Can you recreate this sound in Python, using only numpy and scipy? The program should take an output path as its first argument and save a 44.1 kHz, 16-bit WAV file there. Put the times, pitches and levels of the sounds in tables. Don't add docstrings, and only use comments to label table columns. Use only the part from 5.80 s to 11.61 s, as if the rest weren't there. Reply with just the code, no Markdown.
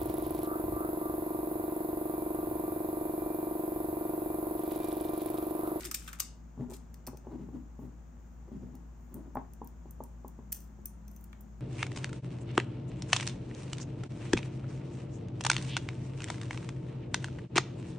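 import sys
import numpy as np
from scipy import signal
from scipy.fft import rfft, irfft, next_fast_len
from scipy.io import wavfile
from scipy.ndimage import uniform_filter1d, map_coordinates

SR = 44100
rng = np.random.default_rng(int(sys.argv[2]) if len(sys.argv) > 2 else 0)


def pcm_store(signal):
    levels = np.round(np.clip(np.atleast_2d(signal), -1, 1) * 32767)
    wavfile.write(sys.argv[1], SR, levels.astype(np.int16).T)


N = 256163


def amp(db):
    return 10 ** (np.asarray(db) / 20)


def unit(x):
    return x / np.sqrt(np.mean(x ** 2) + 1e-20)


def peaked(x, size=128):
    power = np.mean(np.atleast_2d(x) ** 2, 0)
    return x / np.sqrt(uniform_filter1d(power, size).max())


def along(points, hz):
    point_hz, value = np.transpose(points)
    return np.interp(np.log(hz + 1), np.log(point_hz + 1), value)


def wobble(rate):
    knots = rng.standard_normal(2000)
    return map_coordinates(knots, [np.arange(N) * rate / SR], mode="mirror")


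def swell(start, length, rise, fall):
    t = np.arange(N) / SR - start
    ramps = np.clip(t / rise, 0, 1) * np.clip((length - t) / fall + .5, 0, 1)
    return np.sin(np.pi / 2 * ramps)


def add(track, s, sound):
    part = track[:, max(round(s * SR), 0):][:, :sound.shape[-1]]
    part += sound[..., :part.shape[1]]


def filtered(x, response):
    n = x.shape[-1]
    m = next_fast_len(n + 4096, True)
    return irfft(rfft(x, m) * response(np.fft.rfftfreq(m, 1 / SR)), m)[..., :n]


def colour(points):
    def response(hz):
        cepstrum = irfft(np.log(amp(along(points, hz))))
        half = len(cepstrum) // 2
        causal = np.r_[cepstrum[0], 2 * cepstrum[1:half], np.zeros(half)]
        return np.exp(rfft(causal))
    return response


def resonances(modes):
    def mode(f, centre, width, db):
        return amp(db) * 1j * f * width / (centre * centre - f * f + 1j * f * width)

    return lambda f: sum((-1) ** k * mode(f, *row) for k, row in enumerate(modes))


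def struck(modes, detune):
    shift, strength = rng.standard_normal((2, len(modes)))
    hz, width, db = np.transpose(modes)
    return resonances(list(zip(hz * (1 + detune * shift), width, db + 1.5 * strength)))


def noise(response):
    return unit(filtered(rng.standard_normal((2, N)), response))


def grains(rate, spread_db):
    happens = rng.random(N) < rate / SR
    return happens * rng.standard_normal(N) * amp(spread_db * rng.standard_normal(N))


def burst(rise, t60):
    t = np.arange(SR // 8) / SR
    chatter = rng.standard_normal((2, len(t)))
    return chatter * (1 - np.exp(-t / rise)) ** 2 * amp(-60 * t / t60)


def contact(rise, t60, chatter_db):
    push = burst(rise, t60)
    push = amp(chatter_db) * push / np.linalg.norm(push[0])
    return push + (np.arange(push.shape[1]) == round(.002 * SR))


# pitch_hz, level_db
HUM_TONES = [(56.1, -47), (168.3, -61.5)]
# pitch_hz, level_db
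AIR_SPECTRUM = [(20, -31), (35, -20.5), (48, -9.5), (66, -5), (90, -13), (200, -14.5), (300, -23),
                (470, -27.5), (850, -28), (1150, -31.5), (1700, -37.5), (2600, -45), (4400, -54.5),
                (9000, -73)]
# pitch_hz, width_hz, level_db
LOW_ROOM_MODES = [(118.8, 12.7, 1), (161.8, 32.3, -4.5), (236.6, 19.9, 1), (356.4, 39, -14)]
# pitch_hz, level_db
HISS_SPECTRUM = [(3000, -23), (5000, -9.5), (6900, 1), (8500, -12.5), (11000, -27), (15000, -6),
                 (16000, -21.5)]
WHINE_HZ, WHINE_DB, WHINE_START_S, WHINE_RISE_S = 206.8, -57, 4.05, 0.88


def background():
    t = np.arange(N) / SR
    hum = sum(amp(db + 0.11 * wobble(4.5)) * np.sin(2 * np.pi * (hz * t + rng.random()))
              for hz, db in HUM_TONES)
    joining = np.clip((t - WHINE_START_S) / WHINE_RISE_S, 0, 1)
    whine = amp(WHINE_DB) * joining * np.sin(2 * np.pi * WHINE_HZ * t + 0.335 * wobble(2.5))
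    air = amp(-55.0) * noise(colour(AIR_SPECTRUM))
    room = amp(-58.0) * noise(resonances(LOW_ROOM_MODES))
    hiss = amp(-76) * noise(colour(HISS_SPECTRUM))
    return hum + whine + air + room + hiss


# start_s, length_s, judder_db and rustle_db at mid-stroke, start_pitch_hz of the judder
RUB_STROKES = [(0.0, 0.093, -55.5, -65, 402), (0.783, 0.064, -45, -57, 270),
               (0.874, 0.047, -50.5, -61, 420), (1.434, 0.086, -64.5, -60.5, 417),
               (1.503, 0.06, -46.5, -58.5, 325), (1.577, 0.065, -45.5, -66.5, 225.3),
               (1.722, 0.054, -47.5, -61, 275), (2.008, 0.055, -50, -63.5, 270),
               (2.673, 0.016, -49.5, -55.5, 364), (2.714, 0.062, -46.5, -76, 235.1),
               (2.803, 0.038, -48.5, -67, 195), (2.857, 0.035, -55.5, -64, 260),
               (2.928, 0.028, -51, -61.5, 280), (3.309, 0.061, -50.5, -66, 216),
               (3.352, 0.062, -52.5, -63.5, 330), (3.435, 0.056, -54, -64.5, 301)]
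# pitch_hz, level_db
CLOTH_SPECTRUM = [(250, -16.5), (480, 3.5), (650, -1), (950, -2.5), (1300, -13.5), (2200, -27.5),
                  (6000, -41), (15000, -41)]
# pitch_hz, width_hz, level_db
TABLE_MODES = [(133.5, 8.4, 8), (227, 41, 1.5), (260, 33.6, 2), (391, 55, -1), (466, 71, -17)]
RUB_RISE_S, RUB_FALL_S = 0.021, 0.017
JUDDER_SAG_OCTAVES_PER_S = 3.5
JUDDER_GROWS_DB_PER_S, RUSTLE_FADES_DB_PER_S = 49, 61.5
SHAKE_DB = -4.5


def hands():
    t = np.arange(N) / SR
    shake = unit(filtered(grains(rate=2000, spread_db=1), resonances(TABLE_MODES)))
    rustle = unit(filtered(grains(rate=2000, spread_db=2), colour(CLOTH_SPECTRUM)))
    lumps = amp(2.5 * wobble(120))
    waver = .9 * wobble(110)
    out = np.zeros(N)
    for s, length, judder_db, rustle_db, start_hz in RUB_STROKES:
        age = np.clip(t - s, 0, length)
        past_middle = age - length / 2
        pitch = start_hz * 2 ** (-JUDDER_SAG_OCTAVES_PER_S * age)
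        judder = unit(lumps * np.sin(2 * np.pi * np.cumsum(pitch) / SR + waver))
        sticking_gain = amp(judder_db + JUDDER_GROWS_DB_PER_S * past_middle)
        sticking = sticking_gain * (judder + amp(SHAKE_DB) * shake)
        sliding = amp(rustle_db - RUSTLE_FADES_DB_PER_S * past_middle) * rustle
        out += swell(s, length, RUB_RISE_S, RUB_FALL_S) * (sticking + sliding)
    return np.array([out, out])


# start_s, level_db, rap_db relative to level_db, bump_pitch_hz
TABLE_KNOCKS = [(0.776, -42.5, -10.5, 191), (0.798, -41, -31.5, 235), (0.808, -39.5, -17, 338),
                (0.838, -45, -6, 151), (0.909, -54.5, 3.5, 380), (0.92, -43, -8, 419),
                (1.274, -42, -1, 477), (1.282, -39.5, -6, 1205), (1.332, -44, -8, 440),
                (1.346, -50, -2, 497), (1.469, -40.5, -6.5, 380), (1.6876, -40.5, -12, 284.3),
                (1.991, -41, -11.5, 230), (2.038, -47, -13, 272), (2.717, -43, -14, 240),
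                (2.835, -45.5, -24.5, 158.5), (3.554, -35, 5, 337), (3.569, -33, 4, 900),
                (3.816, -37.5, 0, 303), (4.056, -47, -6, 350), (4.204, -38, 0.5, 422),
                (4.446, -41.5, 0, 401), (4.589, -43, -10, 256), (4.988, -53.5, -9, 350)]
# pitch_hz, level_db
RAP_SPECTRUM = [(200, -3), (420, 8.5), (620, -4.5), (830, 8), (1050, 1.5), (1300, -8.5), (2000, -22),
                (2700, -35.5), (3600, -46.5), (6000, -57)]
CUSHION_HZ = 1300
BUMP_DB, BUMP_Q = -1.5, 3
THUD_DB, BOOM_DB = -4.5, -16.5
BOOM_PER_RAP = 0.71
BRIGHT_RAP_DB, BRIGHTENS = -29.5, 6.1


def knocks():
    out = np.zeros((2, N))
    for s, db, rap_db, bump_hz in TABLE_KNOCKS:
        push = np.abs(burst(rise=0.00045, t60=0.003)[0])
        push = filtered(push, lambda hz: 1 / (1 + 1j * hz / CUSHION_HZ) ** 2)
        thud = peaked(filtered(push, resonances(TABLE_MODES[1:])))
        boom = peaked(filtered(push, resonances(TABLE_MODES[:1])))
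        bump = peaked(filtered(push, resonances([(bump_hz, bump_hz / BUMP_Q, 0)])))
        slope_db = BRIGHTENS * (db + rap_db - BRIGHT_RAP_DB)
        hardness = lambda hz: amp(slope_db * np.log2(np.clip(hz / 1100, 1, 2)))
        blow = contact(rise=0.003, t60=0.02, chatter_db=-5)[0]
        rap = peaked(filtered(blow, lambda hz: colour(RAP_SPECTRUM)(hz) * hardness(hz)))
        boom_db = BOOM_DB - BOOM_PER_RAP * rap_db
        knock = amp(BUMP_DB) * bump + amp(THUD_DB) * thud + amp(boom_db) * boom + amp(rap_db) * rap
        add(out, s, amp(db) * knock)
    return out


# start_s, level_db, hollow_db relative to level_db, chatter_t60_s, hollow_pitch_hz
CLACKS = [(0.0055, -41, -8.5, 0.043, 1880), (0.018, -47, -18, 0.02, 2170), (0.025, -53, -13.5, .016, 1420),
          (0.031, -48.5, 3.5, 0.035, 2000), (0.043, -37, -11.5, 0.032, 1300),
          (0.05, -31.5, -16.5, 0.033, 1300), (0.0554, -33.5, -14.5, 0.046, 1970),
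          (0.0686, -39.5, -10.5, 0.024, 1490), (0.074, -55, -12, .02, 2380),
          (0.1117, -29, -12.5, 0.042, 1237), (0.1424, -27.5, -21, 0.045, 1400),
          (0.1447, -25, -16, 0.039, 2392), (0.219, -58, 3, 0.015, 1260), (0.263, -56.5, -0.5, 0.028, 1300),
          (0.2761, -40.5, -1.5, 0.064, 1280), (0.287, -42.5, -6.5, 0.034, 1400),
          (0.329, -38, -5, 0.037, 1140), (0.347, -54.5, -1, 0.045, 1300), (0.387, -48, -7, 0.057, 1260),
          (0.3972, -30, -18, 0.023, 1260), (0.400, -21, -20.5, 0.032, 1260), (0.4197, -47, -3, 0.014, 1140),
          (0.9365, -43, -16, 0.075, 3350), (5.5292, -60.5, 10.5, 0.0076, 1234)]
# pitch_hz, width_hz, level_db
WALL_MODES = [(2900, 180, -5), (3550, 160, -4), (4920, 220, 6.5), (5670, 160, 3), (6100, 200, 5),
              (6400, 190, 3.5), (7070, 150, 3), (8050, 180, 4), (9500, 200, -1), (13300, 250, 8),
              (14240, 250, 8.5), (15300, 250, 0)]
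# pitch_hz, level_db
CRACK_SPECTRUM = [(700, -24), (2000, -8.5), (4200, -7), (5200, -4.5), (7500, 0.5), (9500, 2), (12500, 0),
                  (16000, -13)]
# pitch_hz, width_hz, level_db
HOLLOW_MODES = [(1260, 159, 4), (1558, 140, 3), (1870, 180, -2.5), (2346, 170, 1.5), (3100, 870, -7.5)]
# start_s, length_s, level_db
BEAD_SHIFTS = [(-.01, 0.095, -54), (0.175, 0.18, -59.5), (0.898, 0.067, -56)]
CRACK_DB, WALL_DB = -5.5, -6
FIRM_CLACK_DB, WALL_GROWS = -24, 0.41
RATTLE_RISE_S, RATTLE_FALL_S = 0.0063, .03
JOSTLE_DB, JOSTLES_PER_S = 5.5, 280


def jostle(response):
    return unit(noise(response) * amp(JOSTLE_DB * wobble(JOSTLES_PER_S)))


def trays():
    out = np.zeros((2, N))
    lowest_hz = HOLLOW_MODES[0][0]
    for s, db, hollow_db, chatter_s, note_hz in CLACKS:
        crack = peaked(filtered(burst(rise=0.00044, t60=chatter_s), colour(CRACK_SPECTRUM)))
        hit = contact(rise=.001, t60=.016, chatter_db=3)
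        ring = peaked(filtered(hit, struck(WALL_MODES, detune=0.006)))
        body = [(hz * note_hz / lowest_hz, width, level) for hz, width, level in HOLLOW_MODES]
        hollow = peaked(filtered(burst(rise=0.00038, t60=chatter_s), struck(body, detune=0.014)))
        wall_db = WALL_DB + WALL_GROWS * (db - FIRM_CLACK_DB)
        clack = amp(CRACK_DB) * crack + amp(wall_db) * ring + amp(hollow_db) * hollow
        add(out, s, amp(db) * clack)
    slide = amp(1.0) * jostle(colour(CRACK_SPECTRUM))
    slide = slide + amp(-16.5) * jostle(resonances(WALL_MODES))
    slide = slide + amp(-6.5) * jostle(resonances(HOLLOW_MODES))
    moving = sum(amp(db) * swell(s, length, RATTLE_RISE_S, RATTLE_FALL_S) for s, length, db in BEAD_SHIFTS)
    return out + slide * moving


# pitch_hz, level_db
SNAP_SPECTRUM = [(4000, -38), (7500, -14), (9000, -9), (9800, -7.5), (11000, -1), (12700, -7.5),
                 (14600, 0.5), (16000, -13)]
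# pitch_hz, width_hz, level_db
RING_MODES = [(1800, 260, -2), (2520, 130, 1), (2820, 120, -1), (3450, 140, -3), (4380, 200, 1),
              (4950, 120, 3), (5330, 200, 4), (6100, 190, 11), (7600, 200, 1), (8480, 120, 5),
              (9140, 250, 4)]
QUIVER_START_S, QUIVER_DB, QUIVER_RING_DB, QUIVER_T60_S = 4.745, -50.5, -8.5, 0.29


def wire_rattle():
    t = np.arange(SR // 2) / SR
    touches = grains(rate=1000, spread_db=1.5)[:len(t)]
    snap = unit(filtered(touches, colour(SNAP_SPECTRUM)))
    ring = unit(filtered(touches, resonances(RING_MODES)))
    return amp(QUIVER_DB - 60 * t / QUIVER_T60_S) * (snap + amp(QUIVER_RING_DB) * ring)


# start_s, level_db, ring_db relative to level_db, scrape_t60_s
TICKS = [(1.141, -52, -3, 0.012), (1.2655, -45, -2, .035), (1.271, -41, -5.5, 0.036),
         (1.37, -54, -2.5, 0.018), (2.952, -52.5, -14, 0.0069), (3.342, -40, -28.5, 0.0065),
         (3.551, -53, -18, 0.0076), (3.734, -51.5, -12, 0.0076), (3.845, -50.5, -29, 0.0055),
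         (3.873, -46, -17, 0.0054), (4.1085, -44, -24, 0.0046), (4.237, -42.5, -20, 0.0034),
         (4.48, -46, -19, 0.0049), (4.7202, -31.5, -17, 0.019), (4.725, -25.5, -16, 0.016),
         (5.056, -30.5, -23.5, 0.0076), (5.07, -53, -16, 0.014), (5.279, -52.5, -6, 0.011),
         (5.313, -55.5, -14, .008), (5.331, -67, -15, .008), (5.362, -52, -12, 0.01),
         (5.41, -57, -31, 0.0086), (5.44, -49, -18, .01), (5.607, -51.5, -22, 0.025)]
# start_s, length_s, level_db
SLIDES = [(1.604, 0.23, -85), (1.974, 0.091, -73), (2.375, 0.19, -85), (3.16, 0.26, -79.5),
          (5.282, 0.16, -71.5)]
# start_s, level_db, pitch_hz
PINGS = [(1.376, -64, 6130), (4.729, -54, 6070), (5.058, -56, 6190), (5.282, -64, 6050), (5.364, -62, 6120)]
WIRE_RISE_S, WIRE_FALL_S, PING_T60_S = .04, 0.028, .11


def beads():
    sliding = sum(amp(db) * swell(s, length, WIRE_RISE_S, WIRE_FALL_S) for s, length, db in SLIDES)
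    out = sliding * noise(colour(SNAP_SPECTRUM))
    for s, db, ring_db, scrape_s in TICKS:
        snap = peaked(filtered(burst(rise=0.0013, t60=scrape_s), colour(SNAP_SPECTRUM)))
        hit = contact(rise=.0004, t60=.012, chatter_db=-4)
        ring = peaked(filtered(hit, struck(RING_MODES, detune=.003)))
        add(out, s, amp(db) * (snap + amp(ring_db) * ring))
    t = np.arange(SR // 4) / SR
    for s, db, hz in PINGS:
        add(out, s, amp(db - 60 * t / PING_T60_S) * np.sin(2 * np.pi * hz * t))
    add(out, QUIVER_START_S, wire_rattle())
    return out


# delay_s, gain
EARLY_ECHOES = [(.0034, 0.17), (.0062, 0.079), (0.0166, 0.059)]
# pitch_hz, t60_s
ROOM_DECAY = [(120, 0.44), (800, 0.24), (3000, 0.37), (7000, 0.31), (15000, 0.11)]


def in_room(x, wet_db):
    hz, t, z = signal.stft(rng.standard_normal((2, SR // 2)), SR, nperseg=256)
    decay = amp(-60 * t / along(ROOM_DECAY, hz)[:, None])
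    build_up = 1 - np.exp(-t / 0.0027)
    tail = signal.istft(z * decay * build_up, SR, nperseg=256)[1]
    answer = amp(wet_db) * tail / np.linalg.norm(tail[0])
    for delay, gain in EARLY_ECHOES:
        answer[:, round(delay * SR)] += gain
    return x + signal.fftconvolve(x, answer, axes=1)[:, :N]


def scene():
    rubs = in_room(hands(), wet_db=-2.5)
    thumps = in_room(knocks(), wet_db=-6)
    clacks = in_room(trays(), wet_db=-9.5)
    ticks = in_room(beads(), wet_db=-9.0)
    return background() + rubs + thumps + clacks + ticks


# pitch_hz, width (share of left-right difference kept), left_over_right_db, left_lag_rad
STEREO_IMAGE = [(50, .15, 1.9, 0), (300, .55, 3.2, 0), (1100, .9, .7, .3), (2600, .7, 2.5, 0),
                (4300, .7, 2, -.3), (6700, .8, 8, -.6), (8400, .3, 1, 0), (9400, .25, 0, 1.3),
                (10500, .05, 0, 2.9), (11600, .05, 0, 3.3), (12600, .2, 0, 4.8), (14000, .1, 0, 6.2),
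                (16000, .2, 0, 6.7)]
TOP_HZ = 16100


def record(dry):
    width, tilt_db, lag = [np.array(STEREO_IMAGE)[:, [0, k]] for k in range(1, len(STEREO_IMAGE[0]))]
    sides = np.array([[1], [-1]])
    difference = filtered((dry[0] - dry[1]) / 2, lambda hz: along(width, hz))
    pair = dry.mean(0) + sides * difference
    tilt = lambda hz: amp(sides * along(tilt_db, hz) / 2)
    delay = lambda hz: np.exp(-.5j * sides * along(lag, hz))
    pair = filtered(pair, lambda hz: tilt(hz) * delay(hz))
    return filtered(pair, lambda hz: 1 / (1 + (hz / TOP_HZ) ** 120))


dry = scene()
out = record(dry)
pcm_store(out)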